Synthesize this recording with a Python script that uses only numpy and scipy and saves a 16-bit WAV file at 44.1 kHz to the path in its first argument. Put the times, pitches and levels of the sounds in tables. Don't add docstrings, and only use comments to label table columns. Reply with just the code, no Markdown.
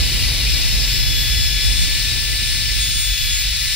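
import sys
import numpy as np
from scipy import signal
from scipy.fft import rfft, irfft, next_fast_len
from scipy.io import wavfile
from scipy.ndimage import uniform_filter1d, map_coordinates

SR = 44100
rng = np.random.default_rng(int(sys.argv[2]) if len(sys.argv) > 2 else 0)


def log_audio(samples):
    frames = np.atleast_2d(samples).T
    limited = np.clip(frames, -1, 1)
    pcm = np.round(limited * 32767).astype(np.int16)
    wavfile.write(sys.argv[1], SR, pcm)


def voltage_ratio(level):
    return 10 ** (np.asarray(level, float) / 20)


N = 165375
LEFT_RIGHT = np.array([[.5], [-.5]])

# time in seconds, whine pitch in Hz.
SPEED = [(0, 1721), (.3, 1716), (.52, 1718.5), (.8, 1715), (.92, 1711), (1.08, 1711), (1.22, 1706.5),
         (1.36, 1712), (1.52, 1712), (2.02, 1745.5), (2.25, 1747.5), (2.72, 1746), (2.87, 1722.5),
         (2.99, 1734), (3.36, 1699.5), (3.52, 1727), (3.63, 1739), (3.75, 1741.5)]
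# time in seconds, fundamental in dB, bite of the bit in dB,
# share of the shell left free to ring 0-1, edge of the cut in dB per multiple.
LOAD = [(0, -42, -47, 0.9, -2), (.45, -48.5, -28, 0, -9), (.7, -44, -31, 0.93, 2.5),
        (.95, -41.5, -32, 1, 0.3), (1.2, -39.5, -27.5, 0.9, 0.1), (1.6, -37.5, -28.5, 0.92, -0.9),
        (1.84, -41, -30.5, 1, 1), (1.92, -36, -53, 0.5, 4.5), (2.3, -37, -38.5, 0.2, 3.5),
        (2.75, -37.5, -44, .4, 4.5), (2.82, -41, -26.5, 0.2, 1.5), (2.95, -41, -33.5, 0.8, 3.5),
        (3.05, -43, -29.5, 0.6, 2.1), (3.34, -41, -27, 1, 0.5), (3.4, -39.5, -37, 0.6, 4),
        (3.52, -45, -32, 0.8, -1), (3.65, -37, -41, .4, 4), (3.75, -38, -50, .4, -5)]
# multiple of the pitch, running free left and right in dB, cutting left and right in dB.
TONES = [(1, 0, 0, -30, -30), (2, -3, -12, 2, -6), (3, 4, -2, -16, -24), (4, -9, -10, -4, -8),
         (5, -12, 1, -17, -11), (6, -14, -10, -23, -19), (7, -23, -18, -22, -21), (8, -21, -21, -26, -25),
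         (9, -22, -22, -21, -20)]
# centre in Hz, width
# in Hz, left dB, right dB.
SHELL = [(5150, 100, 10, -9)]
# centre in Hz, width in Hz, left dB, right dB.
CAP = [(3494, 30, 7, 0), (5242, 50, 1, 9), (8655, 70, 16, 6), (8737, 50, 0, 3), (11965, 90, 11, 12)]
# middle in
# seconds, length in seconds, multiple, left dB, right dB.
TONE_SWELLS = [(0.25, 0.9, 7.0, 8.0, 8.0), (0.34, 0.9, 3.0, -4.0, 6.0), (0.37, 0.26, 3.0, 4.0, -4.0),
               (0.43, 0.9, 2.0, -6.0, -12.0), (0.58, 0.9, 9.0, -16.0, -16.0), (0.79, 0.6, 5.0, -6.0, -4.0),
               (0.79, 0.9, 4.0, -4.0, -4.0), (0.94, 0.18, 7.0, 6.0, 0.0), (1.09, 0.9, 6.0, 0.0, -8.0),
               (1.21, 0.08, 7.0, 6.0, 4.0), (1.48, 0.26, 5.0, -16.0, -2.0), (1.54, 0.4, 7.0, -8.0, 4.0),
               (1.54, 0.4, 9.0, 8.0, 8.0), (1.6, 0.18, 4.0, 0.0, -10.0), (1.69, 0.12, 5.0, 4.0, 2.0),
               (1.93, 0.18, 5.0, 4.0, 2.0), (1.96, 0.26, 4.0, 4.0, 6.0), (2.14, 0.9, 3.0, -2.0, -2.0),
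               (2.23, 0.9, 6.0, -16.0, 0.0), (2.44, 0.6, 2.0, -2.0, -12.0), (2.56, 0.9, 8.0, -16.0, -16.0),
               (2.59, 0.9, 9.0, -6.0, -6.0), (2.74, 0.9, 5.0, -2.0, 2.0), (2.8, 0.6, 4.0, 0.0, 4.0),
               (3.01, 0.26, 6.0, -6.0, -6.0), (3.07, 0.12, 7.0, 6.0, 4.0), (3.16, 0.12, 5.0, -6.0, -2.0),
               (3.19, 0.18, 8.0, 6.0, 6.0), (3.25, 0.08, 4.0, -12.0, 0.0), (3.25, 0.26, 3.0, 0.0, 8.0),
               (3.25, 0.4, 9.0, 0.0, 4.0), (3.28, 0.9, 3.0, -4.0, -2.0), (3.31, 0.26, 7.0, -2.0, -8.0),
               (3.37, 0.12, 4.0, 4.0, 10.0), (3.37, 0.18, 5.0, 10.0, 2.0), (3.61, 0.9, 6.0, 2.0, 4.0),
               (3.64, 0.18, 4.0, 4.0, 6.0), (3.73, 0.26, 5.0, 8.0, 4.0),
               (2.95, .07, 7, -12, -12),
    (2.94, .07, 9, -10, -10),
    (3.15, .05, 7, -10, -6),
    (3.23, .05, 9, -9, -9),
    (3.5, .1, 8, 4, 8),
    (.72, .28, 7, -9, -5),
    (3.02, .14, 3, -8, -4),
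    (1.3, .3, 5, 3, 2),
]
TONE_LEAD_RAD = [0, .1, .3, -2.45, -1.95, -1.8, -1.8, 0, 0]
# middle in seconds, length in seconds, multiple, turn in radians.
TURNS = [
    (.25, .8, 5, -1.9),
    (.3, .7, 3, -2.1),
    (1.15, .5, 5, -1),
    (1.2, .45, 7, 1.3),
    (2.35, .9, 3, 1.6),
    (3.0, .5, 4, .4),
    (3.25, .3, 7, 1),
    (3.25, .3, 9, -2.2),
    (3.35, .15, 4, -.8),
    (3.55, .5, 5, -.6),
]
# frequency in Hz, level in dB per Hz.
ROAR = [(530, -34), (900, -27.5), (1590, -14), (1680, -11), (2390, -3.5), (3220, -4.5), (4170, -0.5),
        (5310, -3.5), (6600, -12.5), (8580, -61), (14500, -120)]
# frequency in Hz, level in dB per Hz.
FIZZ = [(5600, -51), (6400, -3), (7450, 5.5), (8200, -2), (10200, -1), (13200, -7), (15200, -2),
        (16000, -6.5)]
# centre in Hz, width in Hz, left dB, right dB.
HOUSING = [(1992, 50, 6, 5), (2320, 55, 5, 5), (2450, 70, 5, 4), (2790, 45, 4, 3), (2970, 60, 3, 2),
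           (3430, 60, 3, 3), (3695, 60, 8, 4), (3845, 55, 5, 3), (4100, 220, 4, 4), (4560, 40, 4, 5),
           (4718, 60, 9, 6), (5150, 70, 5, 5), (5370, 50, 6, 2), (5525, 60, 4, 1)]
# delay in ms, left gain, right gain.
BENCH = [(1.16, 0.091, -0.14), (1.76, 0.027, -0.19), (2.22, -0.013, 0.0026), (2.33, -0.011, 0.061),
         (2.9, 0.016, -0.12), (4.7, 0.22, -0.14), (6.0, 0.19, -0.018)]
# time in seconds, level in dB.
AIR_FLOW = [(0, 1.15), (1, 0.03), (2, 0), (3, -1), (3.75, 0.5)]
# time in seconds, lean to the left in dB.
LEAN = [(0, -0.6), (1.4, -1), (2.4, 0), (3.75, -0.6)]
# frequency in Hz, left over right in dB.
PORT_DB = [(1800, 0), (2500, 5.5), (3600, 5.5), (4700, 1.5), (5300, 6), (6100, 14), (6500, 0), (10500, -3),
           (13000, -0.5)]
# frequency in Hz, lead of the left in radians.
PORT_RAD = [(1800, 0), (2700, -0.1), (3700, 0.96), (4300, -0.55), (5000, 4), (7000, 4), (11000, 5.5),
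            (13500, 7)]
# frequency in Hz, likeness 0-1.
PORT_ALIKE = [(1800, 1), (3000, 0.9), (4200, 0.85), (5700, 0.65), (7200, 0.83), (8100, 0.3), (13300, 0.15),
              (15600, 0.74)]
# time in seconds, strength in dB, turbulence in dB.
DRAUGHT = [(0.0, -19, 4.5), (0.11, -24, 1), (0.24, -21, 3), (0.5, -24, 0.5), (0.52, -19.5, -0.5),
           (0.6, -22.5, 1.5), (1.5, -22, 0.0), (1.62, -25.5, -0.5), (1.65, -19.5, 2), (1.99, -25.5, 2),
           (2.99, -26.5, -1), (3.02, -29.5, -1), (3.13, -26, -1), (3.17, -34, -6), (3.24, -25, -2.5),
           (3.4, -30, -4.5), (3.48, -26.5, -5.5), (3.75, -31, -4.5)]
# frequency in Hz, level in dB per Hz.
THUD = [(8.8, -56), (15, -22), (37, -3), (54, 7), (67, -7), (86, -8.5), (129, -10.5), (170, -26),
        (220, -51), (370, -120)]
# frequency in Hz, level in dB per Hz.
FLAP = [(82, -10), (140, -7), (182, -7), (254, -8.5), (352, -13), (1300, -25.5), (1690, -42), (2860, -120)]


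def unit(x):
    return x / np.sqrt(np.mean(x ** 2) + 1e-20)


def along(points, hz):
    f, v = np.transpose(points)
    return np.interp(np.log(hz + 1), np.log(f + 1), v)


def curves(rows):
    s, *cols = np.transpose(rows)
    return [np.interp(np.arange(N) / SR, s, c) for c in cols]


def wobble(rate):
    return map_coordinates(rng.standard_normal(400), [np.arange(N) * rate / SR])


def filtered(x, response):
    m = next_fast_len(N + SR // 4)
    return irfft(rfft(x, m) * response(np.fft.rfftfreq(m, 1 / SR)), m)[..., :N]


def bell(hz, centre_hz, width_hz):
    return 1 / (1 + (2 * (hz - centre_hz) / width_hz) ** 2)


def resonances(modes, hz):
    return sum(np.c_[db] * bell(hz, centre, width) for centre, width, *db in modes)


def spells(events, multiple):
    t = np.arange(N) / SR
    total = np.zeros((1, N))
    for middle, length, which, *change in events:
        if which == multiple:
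            total = total + np.c_[change] * np.exp(-(2 * (t - middle) / length) ** 4)
    return total


def whine():
    (pitch,) = curves(SPEED)
    fundamental_db, bite_db, ringing, edge_db = curves(LOAD)
    pitch = uniform_filter1d(pitch, size=1800) * (1 + .00012 * wobble(25.4))
    phase = 2 * np.pi * np.cumsum(pitch) / SR
    out = np.zeros((2, N))
    for k, *db in TONES:
        k = round(k)
        free_db = fundamental_db if k == 1 else -37
        cut_db = bite_db + (k - 2) * (edge_db + .06 * (bite_db - bite_db.max()))
        size = np.hypot(voltage_ratio(free_db + np.c_[db[:2]]), voltage_ratio(cut_db + np.c_[db[2:]]))
        ring_db = np.clip(ringing, 0, 1) * resonances(SHELL, k * pitch) + resonances(CAP, k * pitch)
        shared, *own = (wobble(9) for _ in range(3))
        flutter_db = .55 * (k / 4) ** .8 * (shared + .7 * np.array(own))
        handling_db = spells(TONE_SWELLS, k)
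        lead = (TONE_LEAD_RAD[k - 1] + spells(TURNS, k)) * LEFT_RIGHT
        tone = np.sin(k * phase + lead + k * k)
        out += np.sqrt(2) * size * voltage_ratio(ring_db + flutter_db + handling_db) * tone
    return out


def patchy(depth_db):
    z = signal.stft(rng.standard_normal((2, N)), nperseg=512)[2]
    field = rng.standard_normal(z.shape[1:])
    field = uniform_filter1d(field, size=6, axis=0)
    field = uniform_filter1d(field, size=14, axis=1)
    return signal.istft(z * voltage_ratio(depth_db * unit(field)), nperseg=512)[1][:, :N]


def ports(pair):
    def blend(hz):
        turn = np.arccos(np.clip(along(PORT_ALIKE, hz), 0, 1)) / 2
        return np.array([np.cos(turn), np.sin(turn)])

    def offset(hz):
        return voltage_ratio(LEFT_RIGHT * along(PORT_DB, hz)) * np.exp(1j * LEFT_RIGHT * along(PORT_RAD, hz))

    mid, side = filtered(pair, blend)
    return filtered(np.array([mid + side, mid - side]), offset)


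def housing_and_bench(hz):
    bench = 1 + sum(np.c_[gain] * np.exp(-2j * np.pi * hz * ms / 1000) for ms, *gain in BENCH)
    return voltage_ratio(resonances(HOUSING, hz)) * bench


def shop(x):
    t = np.arange(SR // 20) / SR
    decay = voltage_ratio(-60 * t / .06)
    tail = rng.standard_normal((2, len(t))) * decay * (t > .003)
    tail = tail * (rng.random(len(t)) < .5)
    tail = tail / np.linalg.norm(tail, axis=1, keepdims=True)
    return x + voltage_ratio(-13) * signal.fftconvolve(x, tail, axes=1)[:, :N]


def air():
    roar = voltage_ratio(-24.5) * unit(filtered(patchy(depth_db=0.24), lambda hz: voltage_ratio(along(ROAR, hz))))
    fizz = voltage_ratio(-29.5) * unit(filtered(patchy(depth_db=1.5), lambda hz: voltage_ratio(along(FIZZ, hz))))
    heard = shop(filtered(ports(roar + fizz), housing_and_bench))
    (flow_db,), (lean_db,) = curves(AIR_FLOW), curves(LEAN)
    return heard * voltage_ratio(flow_db + 0.45 * wobble(7.6) + lean_db * LEFT_RIGHT)


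def draught():
    strength_db, eddy_db = curves(DRAUGHT)
    thud = unit(filtered(rng.standard_normal((2, N)), lambda hz: voltage_ratio(along(THUD, hz))))
    power = np.abs(uniform_filter1d(thud ** 2, size=1800))
    steadied = .3
    thud = unit(thud / (.1 + power) ** (steadied / 2))
    flap = unit(filtered(patchy(depth_db=1.2), lambda hz: voltage_ratio(along(FLAP, hz))))
    flap = unit(flap + .14 * flap.sum(axis=0))
    flap = flap * voltage_ratio(-1.7 * LEFT_RIGHT)
    flap_db = strength_db.mean() - 11 + eddy_db - 2.5 * np.arange(N) / SR
    return voltage_ratio(strength_db + 3.5) * thud + voltage_ratio(flap_db) * flap


def scene():
    return whine() + air() + draught()


def top_cut(x):
    return signal.sosfilt(signal.butter(12, 15760, fs=SR, output="sos"), x)


def record(dry):
    heard = filtered(dry, lambda hz: hz < 15735)
    return top_cut(heard)


dry = scene()
out = record(dry)
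log_audio(out)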